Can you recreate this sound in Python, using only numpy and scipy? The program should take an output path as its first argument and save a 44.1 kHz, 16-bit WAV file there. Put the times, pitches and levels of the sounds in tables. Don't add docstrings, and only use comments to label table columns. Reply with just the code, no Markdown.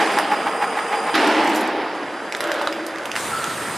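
import sys
import numpy as np
from scipy import signal
from scipy.fft import rfft, irfft, next_fast_len
from scipy.io import wavfile
from scipy.ndimage import uniform_filter1d

SR = 44100
rng = np.random.default_rng(int(sys.argv[2]) if len(sys.argv) > 2 else 0)


def to_wav(sig):
    pcm = np.clip(np.atleast_2d(sig), -1, 1) * 32767
    pcm = np.round(pcm).astype(np.int16)
    wavfile.write(sys.argv[1], SR, pcm.T)


N = 166257
T = np.arange(N) / SR


HALL_COLOUR = [(40, -24.5), (130, -22.5), (300, -6.5), (750, -7.5), (1800, -11), (3900, -30),
               (10000, -63.5), (15000, -75)]
HALL_DB = -29.5
# frequency in Hz, level in dB.
IDLE_WHINE = [(4861, -52.5), (5136, -61), (10024, -63)]

SCREW_COLOUR = [(60, -75), (180, -13.5), (330, -11), (800, -5), (3000, -19), (4500, -36.5), (9300, -30.5),
                (15000, -61)]
TUBE_RESONANCES = [(1042, 11, 12), (1260, 31, 9), (793, 55, 9)]
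SCREW_DB, SCREW_STOP_S, SCREW_FALL_S = -24, 1.27, 0.012
# centre in Hz, width in Hz, level in dB.
SCREW_WHINE = [(454.5, 18, -33.5), (4900, 270, -44.5), (9090, 120, -48.5), (14540, 250, -50)]
# midpoint in seconds, level in dB.
CHUGS = [(0.016, -15), (0.184, -16), (0.331, -15), (0.48, -16.5), (.632, -15), (0.783, -16.5), (.94, -16.5),
         (1.087, -19)]
CHUG_GAP_S, CHUG_HALF_LENGTH_S = 0.018, 0.009
# frequency in Hz, level under the chug in dB.
CHUG_RING = [(830, -3.5)]
RATTLE_COLOUR = [(200, -35), (850, 3), (2200, -5.5), (4000, -23), (9000, -36.5)]
RATTLE_DB = -4

# time in seconds, level in dB.
RUSTLE = [(0, -35.5), (.21, -40), (.26, -59), (1.13, -46), (1.15, -36.5), (1.57, -41), (1.72, -53),
          (2.3, -48.5), (2.42, -49), (3.15, -48)]
RUSTLE_COLOUR = [(3000, -8), (6500, -5), (11000, -11), (15000, -42)]

BELT_COLOUR = [(40, -45), (75, -11), (130, -8), (440, -12), (1330, -7.5), (2500, -14.5), (5000, -30)]
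BELT_DB, BELT_START_S, BELT_RISE_S = -30, 3.15, 0.1
# frequency in Hz, level in dB.
BELT_TONE = [(8549, -46)]
# time in seconds, level in dB.
SLIDE = [(3.145, -48), (3.16, -28), (3.3, -31.5), (3.77, -33.5)]
SLIDE_COLOUR = [(1000, -1.5), (2000, -7), (3500, -4), (6000, -9.5), (9000, -4.5), (12000, -18),
                (15500, -13)]
# time in seconds, level in dB.
SQUEAL = [(3.31, -58), (3.335, -20), (3.42, -28), (3.445, -24.5), (3.6, -36), (3.77, -42)]
# centre in Hz, width in Hz, level relative to the squeal in dB.
SQUEAL_TONES = [(1354, 90, -6)]
# frequency in Hz, level relative to the squeal in dB.
SQUEAL_CORE = [(1318, -6)]

# time in seconds, rumble level in dB, drone level in dB.
JAW_DRIVE = [(2.37, -40, -56), (2.42, -23, -38), (2.51, -23.5, -34.5), (2.62, -24, -32.5), (2.85, -33, -32),
             (3.1, -34.5, -50)]
JAW_COLOUR = [(150, -36), (300, -4.5), (600, 2.5), (1500, -9), (3500, -11), (8000, -35)]
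JAW_RESONANCES = [(574, 85, 9.5), (1510, 590, 11.5)]
# centre in Hz, width in Hz, level relative to the drone's course in dB.
JAW_DRONE = [(325, 33, -0.5)]

# start in seconds, level in dB, ring frequency in Hz, snap level over that in dB.
CLACKS = [(0.187, -5.5, 1580, -10), (1.153, -6, 1500, -8.5), (2.3234, -12, 2250, -33),
          (2.3491, -10, 1650, -34), (2.4063, -12, 1800, -1), (2.4408, -17, 3750, -28),
          (2.517, -9, 1670, -10), (2.6138, -14, 920, -16), (2.6728, -6, 1300, -28),
          (2.726, -15.5, 2340, -11), (2.8658, -19, 4600, 0.5), (2.959, -20, 1980, -20.5),
          (2.984, -21.5, 2490, -24), (3.056, -13.5, 2800, -10), (3.116, -11, 2700, -18),
          (3.155, -12, 1700, -19), (3.163, -8.5, 1570, -21), (3.442, -11.5, 3200, -9)]
CLACK_CYCLES, CLACK_RISE_S = 9, 0.0002
THUD_DB, THUD_Q, THUD_T60_S = -6, 0.9, 0.01
SNAP_HZ, SNAP_Q, SNAP_T60_S = 7300, 0.6, 0.002
# start in seconds, peak level in dB.
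CRACKLES = [(0.12, -23), (1.273, -20), (1.4441, -22.5), (1.4735, -23), (1.494, -25), (1.548, -20),
            (1.5593, -16.5), (1.5697, -19), (1.609, -22.5), (1.6744, -25.5), (2.3666, -23), (2.4725, -27),
            (2.5412, -26), (2.619, -26), (2.658, -33)]
CRACKLE_HZ, CRACKLE_Q, CRACKLE_T60_S = 7300, 0.68, 0.0078
PANEL_DELAY_S, PANEL_DB = 0.0046, -4
TAIL_T60_S, TAIL_DB = 0.19, -5

# time in seconds, body level in dB, jet level in dB.
AIR_BURSTS = [
    [(0, -19.5, -23.5), (.2, -23.5, -28.5), (.5, -31.5, -36.5)],
    [(1.137, -45, -46), (1.143, -20, -18), (1.22, -15, -21), (1.4, -16, -23.5), (1.7, -21.5, -30.5),
     (2.3, -36, -46)],
]
BODY_COLOUR = [(100, -39), (200, -11.5), (312, 1.5), (780, -10), (1150, -9.5), (3000, -17), (6000, -49)]
FRAME_RESONANCES = [(194.6, 22, 8.5), (314, 33, 5.5), (844, 360, 13)]
JET_COLOUR = [(710, -70), (1200, 1.5), (1740, 3.5), (5270, -13.5), (9130, -48), (15000, -66)]

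# frequency in Hz, gain of the unshared part in dB.
SPREAD = [(40, -10), (130, -18.5), (300, -35.5), (1000, -22.5), (6000, -8.5), (14000, -4)]
# frequency in Hz, left over right in dB.
BALANCE = [(600, 0), (2500, -2), (13000, 0)]
# frequency in Hz, gain in dB.
MICROPHONE = [(45, -19.5), (110, -2), (12500, -0.5), (15600, -21)]
TOP_HZ = 15655


def amp(db):
    return 10 ** (np.asarray(db) / 20)


def unit(x):
    return x / np.sqrt(np.mean(x ** 2) + 1e-20)


def along(points, hz):
    f, v = np.transpose(points)
    return np.interp(np.log(hz + 1), np.log(f + 1), v)


def gains(rows):
    s, *columns = np.transpose(rows)
    return np.array([amp(np.interp(T, s, c, left=-120, right=-120)) for c in columns])


def ramp(s, width_s):
    return .5 + .5 * np.tanh((T - s) / width_s)


def filtered(x, response):
    m = next_fast_len(N + SR // 2)
    return irfft(rfft(x, m) * response(np.fft.rfftfreq(m, 1 / SR)), m)[..., :N]


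def bell(f, centre, width):
    return 1 / (1 + (2 * (f - centre) / width) ** 2)


def rush(colour, resonances=(), patchy_db=1.43, grain_db=1.5):
    grain = unit(uniform_filter1d(rng.standard_normal(N), size=60))
    raw = rng.standard_normal((2, N)) * amp(grain_db * grain)
    z = signal.stft(raw, nperseg=512)[2]
    patches = uniform_filter1d(rng.standard_normal(z.shape[1:]), size=6, axis=0)
    patches = unit(uniform_filter1d(patches, size=8, axis=1))
    pair = signal.istft(z * amp(patchy_db * patches), nperseg=512)[1][:, :N]

    def response(f):
        lift = sum(db * bell(f, c, w) for c, w, db in resonances)
        return amp(along(colour, f) + lift)
    return unit(filtered(pair, response))


def whine(lines):
    total = np.zeros((2, N))
    for centre, width, db in lines:
        noise = rng.standard_normal((2, N))
        total += amp(db) * unit(filtered(noise, lambda f: bell(f, centre, width)))
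    return total


def slow_drift():
    return unit(uniform_filter1d(rng.standard_normal(N), size=900))


def hum(lines, waver_db):
    total = np.zeros((2, N))
    for hz, db in lines:
        level = amp(db + waver_db * slow_drift())
        phase = 2 * np.pi * hz * T + 0.46 * slow_drift() + [[0], [1]]
        total += level * np.sqrt(2) * np.sin(phase)
    return total


def tick(s, db, hz, q, t60):
    t = np.arange(SR // 20) / SR
    burst = rng.standard_normal(len(t)) * (1 - np.exp(-t / .0004)) * amp(-60 * t / t60)
    for _ in range(2):
        burst = signal.lfilter(*signal.iirpeak(hz, q, SR), burst)
    burst = amp(db) * burst / np.abs(burst).max()
    return np.pad(burst, (round(s * SR), N))[:N]


def hall():
    return amp(HALL_DB) * rush(HALL_COLOUR) + hum(IDLE_WHINE, waver_db=3.5)


def rustle():
    return gains(RUSTLE) * rush(RUSTLE_COLOUR)


def belts():
    drive = amp(BELT_DB) * rush(BELT_COLOUR) + hum(BELT_TONE, waver_db=2)
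    slide = gains(SLIDE) * rush(SLIDE_COLOUR, patchy_db=2.0)
    squeal = gains(SQUEAL) * (whine(SQUEAL_TONES) + hum(SQUEAL_CORE, waver_db=0.5))
    return ramp(BELT_START_S, BELT_RISE_S) * drive + slide + squeal


def jaw_drive():
    rumble, drone = gains(JAW_DRIVE)
    return rumble * rush(JAW_COLOUR, JAW_RESONANCES) + drone * whine(JAW_DRONE)


def screw():
    whir = amp(SCREW_DB) * rush(SCREW_COLOUR, TUBE_RESONANCES) + whine(SCREW_WHINE)
    running = 1 - ramp(SCREW_STOP_S, SCREW_FALL_S)
    chug = np.zeros(N)
    for s, db in CHUGS:
        for side in (-.5, .5):
            chug += amp(db) * np.exp(-((T - s - side * CHUG_GAP_S) / CHUG_HALF_LENGTH_S) ** 2)
    knock = hum(CHUG_RING, waver_db=2) + amp(RATTLE_DB) * rush(RATTLE_COLOUR, grain_db=2.5)
    return running * whir + chug * knock


def hall_tail(dry):
    _, t, z = signal.stft(rng.standard_normal((2, SR // 2)), SR, nperseg=256)
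    tail = signal.istft(z * amp(-60 * t / TAIL_T60_S), SR, nperseg=256)[1]
    return signal.fftconvolve(dry[None], tail / np.linalg.norm(tail[0]), axes=1)[:, :N]


def clicks():
    dull, bright = np.zeros(N), np.zeros(N)
    for s, db, hz, snap_db in CLACKS:
        t = np.clip(T - s, 0, 1)
        decay = amp(db - 60 * t * hz / CLACK_CYCLES)
        dull -= 2 * decay * (1 - np.exp(-t / CLACK_RISE_S)) * np.sin(2 * np.pi * hz * t)
        dull += tick(s, db + THUD_DB, 2 * hz, THUD_Q, THUD_T60_S)
        bright += tick(s, db + snap_db, SNAP_HZ, SNAP_Q, SNAP_T60_S)
    for s, db in CRACKLES:
        bright += tick(s, db, CRACKLE_HZ, CRACKLE_Q, CRACKLE_T60_S)
    panel = amp(PANEL_DB) * np.roll(bright, round(PANEL_DELAY_S * SR))
    dry = dull + bright + panel
    return dry * [[1], [-.4]] + amp(TAIL_DB) * hall_tail(dry)


def air_bursts():
    body, jet = sum(gains(rows) for rows in AIR_BURSTS)
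    return body * rush(BODY_COLOUR, FRAME_RESONANCES) + jet * rush(JET_COLOUR)


def scene():
    shared, apart = hall() + rustle() + belts() + jaw_drive() + screw() + clicks() + air_bursts()
    apart = filtered(apart, lambda f: amp(along(SPREAD, f)))
    ports = np.array([shared + apart, shared - apart])
    return filtered(ports, lambda f: amp(np.outer([.5, -.5], along(BALANCE, f))))


def record(dry):
    return filtered(dry, lambda f: amp(along(MICROPHONE, f)) * (f < TOP_HZ))


dry = scene()
out = record(dry)
to_wav(out)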